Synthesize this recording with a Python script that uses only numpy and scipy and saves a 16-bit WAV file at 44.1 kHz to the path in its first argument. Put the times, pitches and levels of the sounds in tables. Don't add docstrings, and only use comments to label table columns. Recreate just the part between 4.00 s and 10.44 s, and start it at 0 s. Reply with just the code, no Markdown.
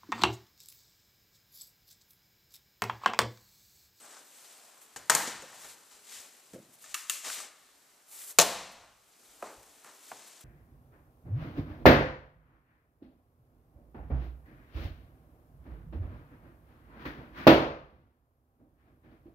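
import sys
import numpy as np
from scipy import signal
from scipy.io import wavfile

SR = 44100
rng = np.random.default_rng(int(sys.argv[2]) if len(sys.argv) > 2 else 0)


def volts_from_db(level):
    exponent = np.asarray(level, float) / 20
    return 10 ** exponent


def materialize(psi):
    bounded = np.clip(np.atleast_2d(psi).T, -1, 1)
    quanta = np.round(bounded * 32767).astype(np.int16)
    wavfile.write(sys.argv[1], SR, quanta)


N = 284004
TIME = np.arange(N) / SR

# [f/Hz, density level/dB]
HUSH_SPECTRUM = [(35, -37), (60, -2.5), (113, -7.5), (193, -7), (301, -32), (785, 6), (946, -4.5),
                 (1040, -15), (1580, 2.5), (2350, -19), (2770, -7), (14600, -19.5), (16000, -23.5)]
# [f/Hz, t60/s, level/dB]
GARAGE_REVERB = [(62, 0.93, -8), (200.4, 0.84, -13.5), (500, 0.68, -12), (1200, 0.88, -16),
                 (2930, 0.83, -16), (6850, 0.72, -19.5), (14050, 0.37, -14)]
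# [t/s, f/Hz, level/dB]
WHISTLE_GLIDE = [
    (0, 8070, -70),
    (.15, 8090, -66),
    (.22, 8090, -80),
    (.3, 8070, -78),
    (.42, 8070, -75),
    (.55, 8100, -80),
    (.72, 8120, -75),
    (.88, 8000, -89),
]
# [t/s, peak level/dB, fall per 10 dB/s]
HAND_JOLTS = [(0.0, -86, .01), (.64, -97, .04), (.97, -66, .07), (1.13, -64, .1), (1.28, -70, .06),
              (1.4, -70, 0.064), (1.65, -71, 0.053), (1.94, -83, .06), (2.17, -75, 0.043),
              (2.53, -69, 0.076), (2.89, -77, 0.059), (3.11, -80, .04), (3.3, -88.5, .08), (3.48, -80, .03),
              (3.62, -88, 0.59), (4.39, -53, 0.15), (4.77, -69.5, 0.2), (5.29, -77, 0.13),
              (5.42, -78.5, .08), (5.581, -64.5, 0.05), (5.67, -78, 0.11), (6.1, -89, 0.078),
              (6.35, -91.5, .06)]
# [t/s, level/dB]
STIRRING = [(0, -63.5), (.27, -69.5), (.6, -70), (.92, -69.5), (1.8, -68.5), (2.35, -67), (2.7, -72),
            (3.6, -72.5), (4.0, -73), (4.95, -79), (5.3, -66.5), (5.7, -68), (6.0, -67), (6.44, -70)]
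# [peak t/s, rise/s, fall/s, peak level/dB, brightness/dB]
SCUFF_STROKES = [(.17, 0.11, 0.068, -60, -3), (.45, 0.21, 0.3, -67, 11), (.65, 0.49, 0.32, -71, -6.5),
                 (1.536, 0.058, 0.23, -62, -5), (1.698, 0.19, 0.051, -60, 9.5),
                 (1.92, 0.019, 0.076, -63.5, 1), (2.136, 0.064, .12, -54, 6), (2.26, 0.15, 0.018, -65, -4),
                 (2.82, 0.037, 0.023, -75, 21), (2.859, 0.03, 0.035, -59.5, 2),
                 (2.924, 0.046, 0.016, -58, 5), (2.99, 0.033, 0.052, -59.5, 9),
                 (3.15, 0.067, 0.04, -54.5, 7), (3.268, 0.027, 0.042, -44, 0),
                 (3.329, 0.054, 0.064, -47, 8), (3.39, .03, 0.062, -49, 1.5),
                 (3.44, 0.027, 0.041, -55.5, -1.5), (4.201, .08, 0.098, -61, 7.5),
                 (.05, 0.063, .1, -67.5, -9.5), (4.82, 0.11, 0.11, -73.5, -12),
                 (5.46, 0.041, 0.087, -60.5, -9.5), (5.87, 0.022, 0.082, -62, -6.5),
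                 (6.09, 0.072, 0.068, -67, 14), (6.2, 0.18, 0.31, -61.5, 1)]
# [peak t/s, rise/s, fall/s, peak level/dB]
CLOTH_SWISHES = [(.82, .01, 0.035, -63), (2.74, .015, .02, -63), (2.83, .01, .01, -59.5),
                 (4.14, 0.046, 0.087, -55.5), (4.23, 0.075, 0.04, -53.5), (4.31, 0.069, 0.016, -49.5),
                 (4.72, .005, 0.017, -62.5), (5.52, 0.022, .01, -71), (5.63, .004, 0.0072, -65),
                 (6.2, .01, 0.014, -71), (6.28, .015, 0.014, -62), (6.41, .005, .01, -58)]
SCUFF_EDGES = [220, 500, 1600, 5000, 9300, 16000]
STIR_BANDS = [-4.5, -2.7, 0, -3, 0.5]
STROKE_BANDS = [-14, -1.5, 0.5, -2.13, -7.5]
BRIGHTNESS_TILT = [-1.1, -1.18, 0.33, 0.21, 1]
SWISH_BANDS = [-23, -11, -7, -6.5, 3]

# [t/s, clack peak level/dB, knock re clack level/dB, tick re clack level/dB, rattle decay/s]
STEP_BLOWS = [
    (5.424, -37, 7, -8, 0.005),
    (5.44, -48, 3, -2, 0.011),
    (5.469, -49.5, 6.5, -5, 0.0052),
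    (5.49, -54.5, 1, -7, 0.032),
    (5.63, -57, -20.5, 8, 0.0022),
    (5.845, -47, -18.5, 3.5, 0.0029),
    (5.87, -66, -2.5, -8, 0.018),
    (6.115, -38.5, 3.5, -13, 0.0071),
    (6.407, -70, 7.5, 14, 0.0041),
]
THUMP_BLOWS = [
    (1.273, -50, 3, -10, 0.01),
    (1.42, -70, 17, -8, 0.021),
    (2.533, -51, 3, 3, 0.0053),
    (2.542, -50, -5, -2, 0.01),
    (2.558, -60.5, 9.5, -1, 0.01),
    (2.579, -60, 4.5, -24, 0.011),
    (2.597, -66.5, -5, -6, 0.0071),
    (2.625, -67.5, -8, 4, 0.007),
]
STAY_BLOWS = [
    (.9604, -36.5, 0, -2.5, 0.0053),
    (.966, -42, -4.5, -2, 0.0095),
    (1.0973, -14, 3, 0, 0.0022),
    (1.1014, -15.5, -2.5, -2, 0.0037),
    (1.116, -29.5, 5.5, -3, 0.006),
    (1.1495, -17, -6, 1.5, 0.0033),
    (1.22, -35, -18, -5, .003),
    (1.273, -31, -16, -7.5, 0.015),
    (1.42, -50, -1, 0, 0.0067),
    (1.644, -44.5, -2, -2, 0.011),
]
CATCH_BLOWS = [
    (2.84, -54.5, 8.5, 8, 0.0091),
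    (2.9424, -25.5, -4, 2, 0.0053),
    (3.0968, -19.5, -12, 5, 0.0019),
    (3.1027, -36, 0, 9.5, 0.0069),
    (3.246, -40.5, 0.5, 3.5, .006),
    (3.299, -36.5, 3, 4, 0.0035),
    (3.3864, -49, 7.5, -7, 0.0033),
    (3.401, -44.5, 7, -11.5, 0.0038),
    (3.6884, -63.5, 5.5, -13.5, 0.0034),
    (4.0, -65, 2.5, -10, .005),
]
SLAM_BLOWS = [
    (4.3856, -14, -6, -1, 0.00041),
    (4.3868, -6, -6, -0.2, 0.0019),
    (4.390, -10.5, -10.5, -3.5, 0.003),
    (4.3975, -9.5, -9, -3, 0.0033),
    (4.404, -20, -8, -0.5, 0.01),
    (4.411, -18, -4.5, -0.5, 0.0041),
    (4.417, -19, -9.5, 2, 0.0034),
    (4.425, -24, -0.5, -4, .004),
]
# [f/Hz, bandwidth f/Hz, level/dB]
SOLE_RESONANCES = [(232, 20, 0.39), (559, 39, 4), (696, 155, 3.9), (1185, 490, 6.6)]
THUMP_RESONANCES = [(220, 38, 0.47), (345, 60, 0.84), (510, 69, 9.3)]
STAY_RESONANCES = [(270, 97, 0), (480, 20, 8), (923, 110, 9), (1296, 23, 5), (1600, 120, 1.5),
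                   (1796, 23, 10), (2970, 120, -0.5), (6810, 410, 8), (8040, 430, 3.5)]
CATCH_RESONANCES = [(674, 72, 3), (1215, 140, 15), (1750, 134, 5.3), (2740, 210, 12), (3380, 73, 1.1),
                    (6670, 120, 11)]
PANEL_RESONANCES = [(196, 17, 0.94), (515, 45, 7.6), (691, 42, 12), (915, 62, 0.42), (1136, 65, 3.4),
                    (1820, 30, 0.7), (2460, 130, 1.4), (4120, 43, 2), (5570, 110, 1), (6400, 850, 4.1)]
SOLE_EDGES = [90, 300, 1000, 2500, 16000]
THUMP_EDGES = [90, 350, 640, 2500, 16000]
STAY_EDGES = [100, 650, 2000, 5500, 16000]
CATCH_EDGES = [300, 1080, 2200, 5500, 16000]
PANEL_EDGES = [170, 520, 1100, 5000, 16000]


def rms_one(x):
    return x / np.sqrt(np.mean(x ** 2) + 1e-20)


def band(x, low_hz, high_hz, order=2):
    sos = signal.butter(order, [low_hz, high_hz], "band", fs=SR, output="sos")
    return signal.sosfilt(sos, x + 1e-18)


def high_pass(x, hz, order):
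    return signal.sosfilt(signal.butter(order, hz, "high", fs=SR, output="sos"), x)


def at_hz(points, hz, column=1):
    table = np.array(points)
    return np.interp(np.log(hz), np.log(table[:, 0]), table[:, column])


def drift(rate_hz):
    return rms_one(band(rng.standard_normal(N), rate_hz / 8, rate_hz, order=1))


def half_octave_bank(noises):
    edges = 25 * 2 ** np.arange(0, 9.6, .5)
    return [(np.sqrt(low * high), band(noises[k % 2], low, high))
            for k, (low, high) in enumerate(zip(edges, edges[1:]))]


def swell(peak_s, rise_s, fall_s, bend):
    before = (peak_s - TIME) / max(rise_s, .004)
    after = (TIME - peak_s) / max(fall_s, .004)
    return -10 * np.where(TIME < peak_s, before, after) ** bend


def air(patchy_db):
    bank = half_octave_bank(rng.standard_normal((2, 2, N)))
    hush = sum(x * volts_from_db(at_hz(HUSH_SPECTRUM, hz) + patchy_db * drift(1.2)) for hz, x in bank)
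    return volts_from_db(-70) * rms_one(hush)


def garage(paths):
    t = np.arange(round(1.2 * SR)) / SR
    bank = half_octave_bank(rng.standard_normal((2, 3, 2, len(t))))
    tail = sum(x * volts_from_db(at_hz(GARAGE_REVERB, hz, column=2) - 60 * t / at_hz(GARAGE_REVERB, hz)) for hz, x in bank)
    build_up = 1 - np.exp(-(t / 0.0027) ** 2)
    tail = tail * build_up * volts_from_db(-26.5)
    return signal.fftconvolve(paths[:, None], tail, axes=2).sum(axis=0)[:, :N]


def whistle():
    s, hz, db = np.transpose(WHISTLE_GLIDE)
    phase = 2 * np.pi * np.cumsum(np.interp(TIME, s, hz) + 12 * drift(17.0)) / SR
    partial_db = 1 + 5 * drift(3.9) - 12 * (TIME < .25)
    tone = np.sin(phase) + volts_from_db(partial_db) * np.sin(1.49 * phase)
    level_db = np.interp(TIME, s, db, right=-150) + 4.0 * drift(5.5)
    return tone * volts_from_db(level_db) * [[1.2], [.8]]


def shake():
    power = volts_from_db(-110) ** 2
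    for s, db, fall_s in HAND_JOLTS:
        power = power + volts_from_db(db + swell(s, rise_s=.012, fall_s=fall_s, bend=1.1)) ** 2
    rumble = band(rng.standard_normal((2, N)), 27, 112.6, order=3)
    return rms_one(rumble) * np.sqrt(power)


def scuffs(grain_db, flicker_db):
    power = volts_from_db(np.interp(TIME, *np.transpose(STIRRING)) + np.c_[STIR_BANDS]) ** 2
    for s, rise_s, fall_s, db, bright_db in SCUFF_STROKES:
        band_db = db + np.c_[STROKE_BANDS] + bright_db * np.c_[BRIGHTNESS_TILT]
        power = power + volts_from_db(band_db) ** 2 * volts_from_db(swell(s, rise_s, fall_s, bend=1.65)) ** 2
    for s, rise_s, fall_s, db in CLOTH_SWISHES:
        power = power + volts_from_db(np.c_[SWISH_BANDS]) ** 2 * volts_from_db(db + swell(s, rise_s, fall_s, bend=1.5)) ** 2
    grit = rng.standard_normal((5, 2, N))
    grain_size = np.minimum(rng.exponential(1, N), 5)
    grit = grit * volts_from_db(grain_db * grain_size)
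    shared = drift(40.0)
    out = 0
    for grains, band_power, low, high in zip(grit, power, SCUFF_EDGES, SCUFF_EDGES[1:]):
        flicker = volts_from_db(flicker_db * (shared + drift(25.0)))
        out = out + rms_one(band(grains, low, high)) * np.sqrt(band_power) * flicker
    return out


def resonate(x, modes, ring_db):
    out = x.copy()
    for hz, width_hz, db in modes:
        radius = np.exp(-np.pi * max(width_hz, 40, hz / 40) / SR)
        b = (1 - radius ** 2) / 2 * np.array([1, 0, -1])
        a = [1, -2 * radius * np.cos(2 * np.pi * hz / SR), radius ** 2]
        out += volts_from_db(min(db, 12) + ring_db) * signal.lfilter(b, a, x)
    return out


def blows(rows, modes, edges, heft_db, trim_db, room_db):
    first_s, first_db = rows[0][:2]
    start, size = round(first_s * SR), round((rows[-1][0] - first_s + .5) * SR)
    out, t = np.zeros((5, N + size)), np.arange(6000) / SR
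    for k, (s, clack_db, knock_db, tick_db, decay_s) in enumerate(rows):
        thud_db = heft_db - 0.24 * (clack_db - first_db)
        envelope = np.exp(-t / np.clip(decay_s, .0005, .03)) * (1 - np.exp(-t / 0.00056))
        rattle = rng.standard_normal((4, 2, len(t))) * envelope
        i = round(s * SR)
        for part, db, low, high in zip(rattle, [thud_db, knock_db, 0, tick_db], edges, edges[1:]):
            mid, side, pulse = band(np.vstack([part, t == 0]), low, high, order=3)
            gain = volts_from_db(clack_db + db + trim_db) / np.abs(mid).max()
            out[:2, i:i + len(t)] += gain * np.array([mid, side])
            out[2 + k % 3, i:i + len(t)] += gain * volts_from_db(room_db) * rms_one(pulse) * mid.std()
    span = slice(start, start + size)
    out[:2, span] = resonate(out[:2, span], modes, ring_db=0)
    out[2:, span] = resonate(out[2:, span], modes, ring_db=-13.5)
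    return out[:, :N]


def steps():
    return blows(STEP_BLOWS, SOLE_RESONANCES, SOLE_EDGES, heft_db=-16.0, trim_db=-3.0, room_db=4.0)


def thumps():
    return blows(THUMP_BLOWS, THUMP_RESONANCES, THUMP_EDGES, heft_db=6.0, trim_db=2.0, room_db=-1.0)


def stay():
    return blows(STAY_BLOWS, STAY_RESONANCES, STAY_EDGES, heft_db=-11.0, trim_db=-1.5, room_db=9.5)


def catch():
    return blows(CATCH_BLOWS, CATCH_RESONANCES, CATCH_EDGES, heft_db=-16.0, trim_db=-4.5, room_db=10.0)


def latch():
    t = np.maximum(TIME - 4.3863, 0)
    rise_s, ring_s = 0.00047, 0.00045
    envelope = (1 - np.exp(-t / rise_s)) ** 2 * np.exp(-t / ring_s)
    return volts_from_db(4) * np.sin(2 * np.pi * 7200 * t) * envelope


def slam():
    return blows(SLAM_BLOWS, PANEL_RESONANCES, PANEL_EDGES, heft_db=-16.5, trim_db=-0.5, room_db=2.5)


def port(x, hz, sharpness, above):
    w = 2 * np.pi * hz / SR
    c, a = np.cos(w), np.sin(w) / (2 * sharpness)
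    below_b = (1 - c) / 2 * np.array([1, 2, 1])
    above_b = (1 + c) / 2 * np.array([1, -2, 1])
    return signal.lfilter(below_b - above * above_b, [1 + a, -2 * c, 1 - a], x)


def scene():
    struck = stay() + catch() + slam() + thumps() + steps()
    rubbing = scuffs(grain_db=2.0, flicker_db=0.85)
    echoes = garage(struck[2:] + volts_from_db(-6.5) * rubbing[0])
    hush = air(patchy_db=-2.0)
    mid, apart = struck[:2] + echoes + rubbing + whistle() + latch() * np.c_[[1, .3]]
    side = volts_from_db(-23.5) * struck[1] + volts_from_db(-32) * echoes[1] + volts_from_db(-24.0) * rubbing[1]
    side = side + volts_from_db(-5.5) * high_pass(apart, 7000, order=5)
    left = port(mid + side, hz=7940, sharpness=2.48, above=0.19)
    right = port(mid - side, hz=11860, sharpness=1.1, above=0.18)
    airborne = np.array([volts_from_db(-1.6) * left, volts_from_db(-1.51) * right])
    airborne = airborne + hush[0] + volts_from_db(-3) * hush[1] * [[1], [-1]]
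    airborne = high_pass(airborne, 110, order=4)
    hand, wobble = shake()
    return airborne + hand + volts_from_db(-15.5) * wobble * [[1], [-1]]


def band_limit(x):
    return signal.sosfilt(signal.butter(12, 16540, fs=SR, output="sos"), x)


def record(dry):
    bright = dry + volts_from_db(-19) * band(dry, 3700, 9700, order=1) + 0.31 * band(dry, 8600, 19000, order=1)
    mix = 1.15 * np.tanh(bright / 1.15)
    mix = signal.sosfilt(signal.cheby2(10, 24, 15500, fs=SR, output="sos"), mix)
    mix = signal.sosfilt(signal.cheby2(12, 40, 17000, fs=SR, output="sos"), mix)
    return band_limit(mix)


dry = scene()
out = record(dry)
materialize(out)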